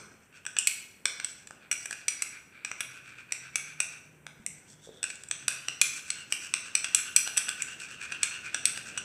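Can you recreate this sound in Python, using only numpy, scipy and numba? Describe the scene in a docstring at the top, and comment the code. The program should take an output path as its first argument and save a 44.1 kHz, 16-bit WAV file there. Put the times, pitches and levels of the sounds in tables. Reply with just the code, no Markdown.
"""A steel spoon stirs water in a hand-held china cup in a hard-walled kitchen, over rumble and hiss.
The room still rings from a blow before the start; then clinks (short damped modes, a thud, a noise crack) go on.
Between them filtered random slips make the rub of the spoon on the glaze, two strokes a turn.
A far wavering sine hums from 2.7 to 6 s; three dull knocks (decaying sines) fall at 4.4 s and, close together,
near 4.9 s. From about 6.3 s the rubbing stays strong to the end."""
import sys
import numpy as np
from scipy import signal
from scipy.fft import rfft, irfft
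from scipy.io import wavfile
from numba import njit

SR = 44100
rng = np.random.default_rng(int(sys.argv[2]) if len(sys.argv) > 2 else 0)


def transcribe(u):
    """Save the signal u as a 16-bit wav file named by the first command-line argument.

    u: samples, shape (n,) or (channels, n), limited to [-1, 1]; the rate is SR.
    q: integer samples, one column per channel.
    """
    v = np.clip(np.atleast_2d(u).T, -1, 1)
    q = np.round(v * 32767).astype(np.int16)
    wavfile.write(sys.argv[1], SR, q)


N = 398663
LEAD = SR // 4   # samples before time 0, so that an earlier blow can ring on in the room

# Blows of spoon on cup. Each row: start in seconds, strength in dB, dullness in dB, hollowness in dB,
# edge in dB, clack in dB, length of the chattering contact in ms.
BLOWS = [(-0.12, -16.5, 11.0, 2, 0.0, 2, 1.3), (0.4524, -35, 1, 3.0, -11.5, -5.0, 1.1),
         (0.4645, -24, 7, 0.0, -18, -1, 3.7), (0.5665, -27, 7.5, 8, -14, 7, 4.7),
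         (0.5866, -6, -25, 0.5, -38, -15, 3.6), (0.672, -6, -27, 0, 7, 8, 4.2),
         (1.0553, -13, 8, 4.0, -3, 4.5, 1.9), (1.199, -32, 6.5, 6.5, -2.0, 10, 2.8),
         (1.2457, -17, -7, -7.5, -8, 3.5, 3), (1.472, -34.5, -8, -9, -7, 2, 3.7),
         (1.5085, -35.5, 6.5, 1, -17, 1.5, 0.54), (1.7137, -17.5, 3.5, 7.5, 11, -4, 5.8),
         (1.727, -16.5, -2, -4.0, -1, -8, 2.1), (1.857, -25, 1.5, -2, 7.5, -7.0, 3.7),
         (1.9094, -26.0, 6.5, -16.0, 0, 0, 2.4), (1.9272, -29.5, 4, 4.5, 4.5, 2.0, 5.1),
         (2.082, -12.5, -4.0, -1, 8, 0.5, 4.8), (2.2216, -18.0, 1, 1, 11.5, -3, 3.9),
         (2.6482, -22.0, 2.5, 3.0, -29, -2, 2.8), (2.7149, -28, 9, 8, -4.5, -6.5, 2.0),
         (2.806, -23, 5.5, 6, 12, 1, 4.6), (3.322, -17.5, 1, 4.0, 2, -4, 2.2),
         (3.5566, -14.5, 2, 3.5, 7.5, -4.0, 3.9), (3.8026, -14.5, 3.5, 5, 5, -4, 3.7),
         (4.2665, -36, 5.5, 9.5, 4, 12.5, 1.2), (4.4634, -17, -19, -8, 0, -10, 2.3),
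         (5.0296, -19.5, -2, -5, -2, 0, 3.4), (5.0402, -18, 5.5, 3, -44, -3.5, 2.2),
         (5.1013, -29.5, -0.5, 1, -18, 5, 5.1), (5.1555, -32, -26.0, -29.5, -7.0, -3, 2.4),
         (5.2361, -32, -9, -11, 5, 4, 2.1), (5.2862, -33.0, -15, -16.5, -10, -9, 2.6),
         (5.312, -15.5, 4.5, -2, -12, 0.5, 2.9), (5.481, -13.5, 6.0, 1, 12.0, -0.5, 3.5),
         (5.684, -21.5, 10.0, 8.5, -2, 5.5, 1.9), (5.8143, -6, 2.5, -0.5, 9.5, 1.5, 4.4),
         (6.1029, -18.5, -4.5, 0.5, -5, 8, 3), (6.3237, -14.5, -6, 7.5, 5.5, 2, 3.1),
         (6.539, -11, 1, 4.5, -5, 0.0, 2.15), (6.7521, -10.5, -4, 2.5, 0, 0.5, 2.6),
         (6.8436, -21.5, 5.0, 4.5, -2, 6, 4.6), (6.9473, -7, -2.5, -3.5, 11.5, -0.5, 3.6),
         (7.1625, -6, -1.5, -2, 11.5, 0.5, 5.7), (7.2753, -25.5, 5.5, 5.5, 10, 10, 1.7),
         (7.366, -36, -10, 10.5, 12.0, 8, 3.6), (7.372, -17, 3.5, -14, 19, -8, 1.4),
         (7.3761, -12.5, 1.5, -3.5, 9, 2.5, 5.5), (7.4843, -33.5, 7.5, 10, 9, 9, 8.2),
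         (7.491, -14.5, -10.0, -7, -7, 5, 1.5), (7.621, -15.5, -14.0, -7, 0.0, 1, 3.1),
         (7.8007, -35.5, -17, 0.0, -1, 15, 7.5), (8.1155, -47, 4.0, 1.0, 7.0, 6.0, 3.8),
         (8.121, -33.0, 5.5, 7.5, 0, 11, 5.5), (8.2315, -9, 0.5, -1.5, -2, -2.5, 4.8),
         (8.545, -18.5, 8.5, -0.5, -5, 2, 4.7), (8.6547, -7.5, -8.5, -5.5, 5.5, 0.0, 5.2),
         (8.7745, -32.5, 6.0, 9, 11, 10, 2.3), (8.976, -22.5, 6.5, 1.5, -8, -3, 6.5)]
# Cup modes damped by hand and water. Each row: family number, nominal frequency in Hz,
# nominal level within the family in dB, decay time t60 in seconds for a usual contact.
CUP_MODES = [(0, 1518, 3, 0.0079), (0, 1660, 3, 0.012), (1, 2380, 2.5, 0.0079), (1, 2580, 3.5, 0.0052),
             (2, 3345, 0.5, 0.0056), (2, 4216, -6.5, 0.0094), (2, 4770, -4.5, 0.0067),
             (3, 5910, 0.5, 0.011), (3, 6210, 5, 0.0029), (4, 7360, -6.5, 0.0048), (4, 7830, -3, 0.0063),
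             (4, 8020, -8.5, 0.014), (4, 8180, -4, 0.0059), (5, 9260, -1, 0.0057), (5, 10500, 4, 0.0057),
             (5, 12030, -10, 0.0037), (5, 13100, -21.5, 0.0049), (5, 15200, -30, .004)]
# Six mode families, low to high. Each row: peak level in dB in a usual blow, then the dB gained
# per dB of strength, of dullness, of hollowness, of edge and of clack.
MODE_FAMILIES = [(-30.5, 0.33, 1, -0.041, 0.03, 0.11), (-20.5, 0.76, 0, 0.81, 0.029, 0.07),
                 (-24.5, 1, 0.38, -0.12, 0, 0.85), (-20.5, 1, 0.31, 0.24, 0.08, 0),
                 (-15.5, 1, 0.055, -0.066, 0, 0), (-33.5, 1, 0.031, 0.17, 0.97, 0.078)]
USUAL_DB, USUAL_CONTACT_MS = -15, 2.5   # the usual blow
LOOSENESS = 0.6   # exponent from contact length to decay time
MODE_SPREAD_DB, DETUNE = 3, 0.007   # random spread of mode level, and of pitch as a share
REST_HZ, FOLLOW = 2400, 0.67   # hollow pitch with level water; how closely family 1 follows it
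RISE_MS = 0.56
BOUNCE_DB = -1   # all micro-bounces together, against the first touch
THUD_HZ, THUD_DB = 864, -4   # dull push of the blow; level against the lowest family
# Unpitched crack of steel on glaze: band, length as a share of the contact, level against the strength
CRACK_BAND_HZ, CRACK_SHARE, CRACK_DB = (3000, 10900), 0.26, -10
CRACK_PER_EDGE, CRACK_PER_CLACK = 0.6, 0.47   # dB per dB


def clinks(hollow_pitch):
    """Modal synthesis: a first touch and a chatter of bounces strike all modes, with a thud and a crack."""
    out = np.zeros(N + LEAD + SR // 8)
    t = np.arange(SR // 20) / SR
    family, mode_hz, mode_db, mode_t60 = np.transpose(CUP_MODES)[:, :, None]
    members = family.T == np.arange(6)[:, None]   # sums the modes of each family
    crack_band = signal.butter(3, CRACK_BAND_HZ, "band", fs=SR, output="sos")
    for s, db, dull_db, hollow_db, edge_db, clack_db, contact_ms in BLOWS:
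        hollow_hz = hollow_pitch[max(round(s * SR), 0)]
        family_db = np.array(MODE_FAMILIES) @ [1, db - USUAL_DB, dull_db, hollow_db, edge_db, clack_db]

        # The place of contact changes strengths and pitches a little
        strength, tune = rng.standard_normal((2, len(CUP_MODES), 1))
        follow = np.where(family == 1, (hollow_hz / REST_HZ) ** FOLLOW, 1)
        pitch = mode_hz * (1 + DETUNE * tune) * follow
        # A looser grip lets both chatter and ring last longer
        free = (contact_ms / USUAL_CONTACT_MS) ** LOOSENESS
        gain = from_db(mode_db + MODE_SPREAD_DB * strength)
        rings = members @ (gain * blow(t, pitch, mode_t60 * free, RISE_MS / 1000))

        bounce = rng.laplace(size=SR // 100)
        chatter = bounce ** 2 * np.sign(bounce)
        chatter = chatter * np.exp(-(1000 * t[:len(bounce)] / contact_ms) ** 2)
        chatter = from_db(BOUNCE_DB) * chatter / np.sqrt(np.sum(chatter ** 2))
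        chatter[0] = 1   # the first touch
        rings = signal.fftconvolve(rings, chatter[None], axes=1)[:, :len(t)]
        sound = from_db(family_db) / np.abs(rings).max(axis=1) @ rings   # each family at its peak level

        sound += from_db(family_db[0] + THUD_DB) * blow(t, THUD_HZ, 0.0057, 0.00039)

        grit = rng.standard_normal(len(t)) * np.exp(-1000 * t / (CRACK_SHARE * contact_ms))
        crack = signal.sosfilt(crack_band, grit)
        crack_db = db + CRACK_DB + CRACK_PER_EDGE * edge_db + CRACK_PER_CLACK * clack_db
        sound += from_db(crack_db) * crack / np.abs(crack).max()

        at = LEAD + round(s * SR)
        out[at:at + len(t)] += sound
    return out[:N + LEAD]


# The spoon's way along the glaze. Each row: time in seconds, hollow part in dB before the stroke shape,
# hollow pitch in Hz with level water, ringing part in dB before the stroke shape.
STIR_PATH = [(0, -62, 2400, -72), (.28, -71, 2440, -69), (.33, -50, 2500, -60.5), (.54, -75, 2620, -72),
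             (.592, -44, 3040, -41), (.68, -71, 2640, -56), (.857, -87, 2430, -66), (1.079, -79, 2350, -86),
             (1.3, -66, 2300, -50), (1.55, -64.5, 2750, -76), (1.656, -55.5, 2400, -78),
             (1.78, -72, 2440, -47.5), (1.93, -55, 2580, -56), (2.111, -50, 2350, -63),
             (2.357, -47, 2420, -70), (2.46, -71, 2500, -75), (2.558, -51, 2450, -76),
             (2.816, -50.5, 2450, -54), (3.09, -49, 2470, -61), (3.344, -51.5, 2450, -64),
             (3.585, -48, 2310, -58), (3.83, -49, 2400, -59), (3.97, -49.5, 2360, -56),
             (4.07, -72, 2300, -79), (4.275, -73, 2250, -80), (4.582, -62.5, 2400, -65),
             (4.66, -57, 2300, -63), (4.69, -64, 3390, -54), (5.01, -55, 3540, -65.5),
             (5.05, -52, 2500, -54), (5.2, -74, 2590, -64), (5.31, -61, 2650, -63), (5.531, -43, 2660, -49),
             (5.694, -56, 2960, -62), (5.865, -47, 2270, -39.5), (6.185, -45.5, 2750, -51.5),
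             (6.26, -57, 2570, -60), (6.336, -49.5, 2470, -45), (6.974, -42, 2590, -52),
             (7.7, -43, 2670, -50), (7.77, -45.5, 2650, -48), (7.914, -44, 2650, -49.5),
             (8.326, -40.5, 2540, -52.5), (8.885, -46, 2660, -49), (9.04, -43.5, 2620, -59)]
# The spoon goes round. Each row: time in seconds, turns done.
SPOON_TURNS = [(0, -.6), (.368, 1), (1.3, 5), (1.55, 6), (2.111, 9), (2.357, 10), (2.558, 11), (3.09, 13),
               (3.83, 16), (4.275, 18), (4.582, 19), (4.857, 20), (5.1, 21), (5.531, 23), (5.865, 24),
               (6.09, 25), (6.58, 27), (6.974, 29), (9.04, 38.73)]
# Two strokes a turn, far and near wall. Each row: place in the turn from 0 to 1, length in turns
# (hollow part), hollow gain in dB, ringing gain in dB.
TURN_STROKES = [(0.0, 0.55, 0, 1.5), (.45, 0.59, 0, 0)]
RINGING_SHARE = 0.75   # the wall rings for this share of the stroke
SLOSH, SLOSH_PEAK = 0.094, 0.59   # widest swing as a share of the hollow pitch; place of the top in the turn
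SLOSH_FROM_DB, SLOSH_FULL_DB = -53.5, -39   # the harder the stirring, the wider the swing


def stirring():
    """Periodic modulation: each turn presses twice on the wall and piles up the water once, bending the pitch."""
    (turns,) = in_time(SPOON_TURNS)
    hollow_db, level_hz, ringing_db = in_time(STIR_PATH)
    power = 0
    for place, length, *stroke_db in TURN_STROKES:
        away = (turns - place + .5) % 1 - .5   # turns from the middle of the stroke
        widths = length * np.array([[1], [RINGING_SHARE]])
        power = power + from_db(stroke_db)[:, None] ** 2 * np.exp(-16 * (away / widths) ** 2)
    pressure = from_db([hollow_db, ringing_db]) * np.sqrt(power)
    vigour = np.clip((hollow_db - SLOSH_FROM_DB) / (SLOSH_FULL_DB - SLOSH_FROM_DB), 0, 1)
    slosh = SLOSH * vigour * np.cos(2 * np.pi * (turns - SLOSH_PEAK))
    return pressure, level_hz * (1 + slosh)


# Fixed air modes in the cup, below and above the gliding hollow pitch. 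Each row: centre in Hz,
# width of one filter pass in Hz, relative level in dB.
AIR_MODES = [(1510, 450, -4), (3370, 950, -16.5), (4430, 740, -20)]
# Wall under rubbing. Each row: centre in Hz, width of one filter pass in Hz, relative level in dB.
WALL_MODES = [(4450, 700, 1), (5770, 1300, 9.5), (6600, 3800, 2), (7900, 1200, 11.5), (10500, 330, -9)]
RUB_PER_S, GRAIN_DB = 4200, 4   # mean slips per second; dB scale of their exponential size spread
RUB_FLICKER_DB = 1.4
HOLLOW_WIDTH_HZ = 360   # of one filter pass
WANDER, WANDER_PER_S = 0.015, 10   # random share of the hollow pitch, and its rate
RIM_HZ, RIM_DB_PER_KHZ = 3110, -15   # near the rim the hollow pitch is high and the fixed air modes are weaker


def rubbing(pressure, hollow_hz):
    """Friction excitation: dense random slips drive the gliding air resonance, fixed air modes and the wall."""
    sizes = from_db(GRAIN_DB * np.minimum(rng.exponential(1, N), 5)) * rng.choice([-1, 1], N)
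    struck = rng.random(N) < RUB_PER_S / SR
    slips = sizes * struck * from_db(RUB_FLICKER_DB * drift(19))
    rim_db = RIM_DB_PER_KHZ * np.maximum(hollow_hz - RIM_HZ, 0) / 1000
    fixed_air = body(slips, AIR_MODES) * from_db(rim_db)
    wandering_hz = hollow_hz * (1 + WANDER * drift(WANDER_PER_S))
    hollow = sharp(slips, wandering_hz, HOLLOW_WIDTH_HZ) - fixed_air
    ringing = body(slips, WALL_MODES)
    return (pressure * [rms_one(hollow), rms_one(ringing)]).sum(axis=0)


# Knocks on the table. Each row: start in seconds, level in dB before decay, frequency in Hz, t60 in seconds.
TABLE_KNOCKS = [(4.399, -40, 195, 0.055), (4.873, -38.5, 485, 0.028), (4.891, -33.5, 456, 0.021)]


def knocks():
    """Impulse response of one damped mode: each dull knock on the table is a decaying sine."""
    out = np.zeros(N)
    t = np.arange(SR // 4) / SR
    for s, db, hz, t60 in TABLE_KNOCKS:
        out[round(s * SR):][:len(t)] += from_db(db) * blow(t, hz, t60, 0.00041)
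    return out


# Reverberation time. Each row: frequency in Hz, t60 in seconds.
ROOM_DECAY = [(400, 1), (1500, 0.77), (3000, 0.61), (6000, 0.6), (10000, 0.27), (16000, 0.82)]
# Table, then ceiling. Each row: delay in ms, level in dB against the direct sound.
EARLY_ECHOES = [(2.5, -24), (9.0, -15)]
ROOM_DB, ROOM_GAP_MS, ROOM_BUILD_MS = -6, 8.7, 2.1   # tail: level, silence before it, build-up


def kitchen(x):
    """Reverberation by convolution: early echoes, then a dense tail that builds up and dies band by band."""
    t, tail = np.arange(SR) / SR, 0
    edges = 150 * 2 ** np.arange(0, 7.1, .5)   # half octaves
    for low, high in zip(edges, edges[1:]):
        band_filter = signal.butter(2, [low, high], "band", fs=SR, output="sos")
        band = signal.sosfilt(band_filter, rng.standard_normal(SR))
        tail = tail + band * from_db(-60 * t / at_hz(ROOM_DECAY, np.sqrt(low * high)))
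    tail = tail * (1 - np.exp(-(np.maximum(1000 * t - ROOM_GAP_MS, 0) / ROOM_BUILD_MS) ** 2))
    response = from_db(ROOM_DB) * tail / np.sqrt(np.sum(tail ** 2))
    response[0] += 1   # direct sound
    for ms, db in EARLY_ECHOES:
        response[round(ms * SR / 1000)] += from_db(db)
    return signal.fftconvolve(x, response)[:len(x)]


# Far tone. Each row: time in seconds, frequency in Hz before wavering, rms level in dB before flutter.
FAR_HUM = [(2.7, 115, -62), (3.3, 128, -73), (3.7, 150, -64.5), (4.85, 150, -65), (5.1, 140, -83.5),
           (5.5, 135, -64), (6.0, 130, -70)]


def hum():
    """Frequency and amplitude modulation: a far low sine wavers, fades in and goes."""
    hz, level_db = in_time(FAR_HUM)
    t = np.arange(N) / SR
    fade = np.clip(np.minimum(t - FAR_HUM[0][0], FAR_HUM[-1][0] - t) / 0.2, 0, 1)
    flutter_db, waver_hz = 2.5 * drift(6), 3 * drift(5)
    phase = 2 * np.pi * np.cumsum(hz + waver_hz) / SR
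    return fade * np.sqrt(2) * from_db(level_db + flutter_db) * np.sin(phase)


# Room rumble in time. Each row: time in seconds, rms level in dB before its slow drift.
RUMBLE_LEVEL = [(0.0, -56), (0.27, -65), (7.4, -61), (9.04, -56)]
# Spectrum of the rumble. Each row: frequency in Hz, relative density in dB per Hz.
RUMBLE_SPECTRUM = [(20, -24), (40, -18.5), (75, -6), (140, -2), (250, -5), (480, -9.5), (700, -15),
                   (1000, -17), (1500, -46)]


def rumble():
    """Spectral shaping: low noise whose level drifts slowly."""
    level_db = in_time(RUMBLE_LEVEL)[0] + 0.5 * drift(2.0)
    return from_db(level_db) * coloured(RUMBLE_SPECTRUM)


# Spectrum of the hiss above 300 Hz. Each row: frequency in Hz, relative density in dB per Hz.
HISS_SPECTRUM = [(700, -7.5), (1500, 9.5), (3000, 3.5), (5000, -30.5), (8000, 3), (11500, -15.5),
                 (16000, -26)]
HISS_DB = -67.5   # rms
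WHINE_HZ, WHINE_WIDTH_HZ, WHINE_DB = 13400, 200, -81   # thin steady band high in the hiss; rms level


def hiss():
    """Stationary noise: microphone hiss of a fixed spectrum, with a narrow resonant band."""
    band = resonate(rng.standard_normal(N), np.full(N, float(WHINE_HZ)), WHINE_WIDTH_HZ, SR)
    whine = from_db(WHINE_DB) * rms_one(band)
    return from_db(HISS_DB) * coloured([(300, -19.5)] + HISS_SPECTRUM) + whine


def blow(t, hz, t60, rise):
    """Damped oscillation: a decaying sine with a short exponential onset (rise in seconds)."""
    return np.sin(2 * np.pi * hz * t) * from_db(-60 * t / t60) * (1 - np.exp(-t / rise))


def body(slips, resonances):
    """Modal superposition: each slip drives every resonance with a random sign of its own."""
    return sum(from_db(db) * sharp(slips * rng.choice([-1, 1], N), hz, w) for hz, w, db in resonances)


def sharp(x, hz, width_hz):
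    """Cascaded resonance: two equal passes give steep flanks."""
    hz = hz * np.ones(N)
    return resonate(resonate(x, hz, width_hz, SR), hz, width_hz, SR)


@njit
def resonate(x, hz, width_hz, sr):
    """Two-pole resonance of gain near 1 at a centre that may move."""
    out = np.zeros(len(x))
    r = np.exp(-np.pi * width_hz / sr)
    for i in range(2, len(x)):
        drive = (1 - r * r) / 2 * (x[i] - x[i - 2])
        out[i] = drive + 2 * r * np.cos(2 * np.pi * hz[i] / sr) * out[i - 1] - r * r * out[i - 2]
    return out


def coloured(spectrum):
    """Spectral shaping: steady noise of a given spectrum, rms 1."""
    hz = np.maximum(np.arange(N // 2 + 1) * SR / N, 1)
    return rms_one(irfft(rfft(rng.standard_normal(N)) * from_db(at_hz(spectrum, hz)), N))


def drift(rate):
    """Low-pass noise: a slow random wander of rms 1 (corner in Hz)."""
    r = np.exp(-2 * np.pi * rate / SR)
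    wander = signal.lfilter([1], [1, -2 * r, r * r], rng.standard_normal(N + SR))
    return rms_one(wander[SR:])   # drops the filter's first second


def in_time(rows):
    """Linear interpolation of every column over the time in the first."""
    s, *columns = np.transpose(rows)
    return [np.interp(np.arange(N) / SR, s, c) for c in columns]


def at_hz(points, hz):
    """Interpolation on a logarithmic frequency axis."""
    points = np.array(points)
    return np.interp(np.log(hz), np.log(points[:, 0]), points[:, 1])


def from_db(db):
    """Amplitude ratio of a level in decibels."""
    return 10 ** (np.asarray(db) / 20)


def rms_one(x):
    """Normalisation to unit root-mean-square."""
    return x / np.sqrt(np.mean(x ** 2) + 1e-20)


def scene():
    """Superposition: cup and table reverberate in the room, over the background."""
    pressure, hollow_hz = stirring()
    near = clinks(hollow_hz)
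    near[LEAD:] += rubbing(pressure, hollow_hz) + knocks()
    background = rumble() + hum() + hiss()
    return (kitchen(near)[LEAD:] + background)[None]


CUTOFF_HZ = 16700   # 80 dB down from here up


def record(dry):
    """Soft saturation rounds the loudest peaks; a steep low-pass cuts the top."""
    rounded = dry / (1 + np.abs(dry / .95) ** 4) ** .25
    return signal.sosfilt(signal.cheby2(14, 80, CUTOFF_HZ, fs=SR, output="sos"), rounded)


dry = scene()
out = record(dry)
transcribe(out)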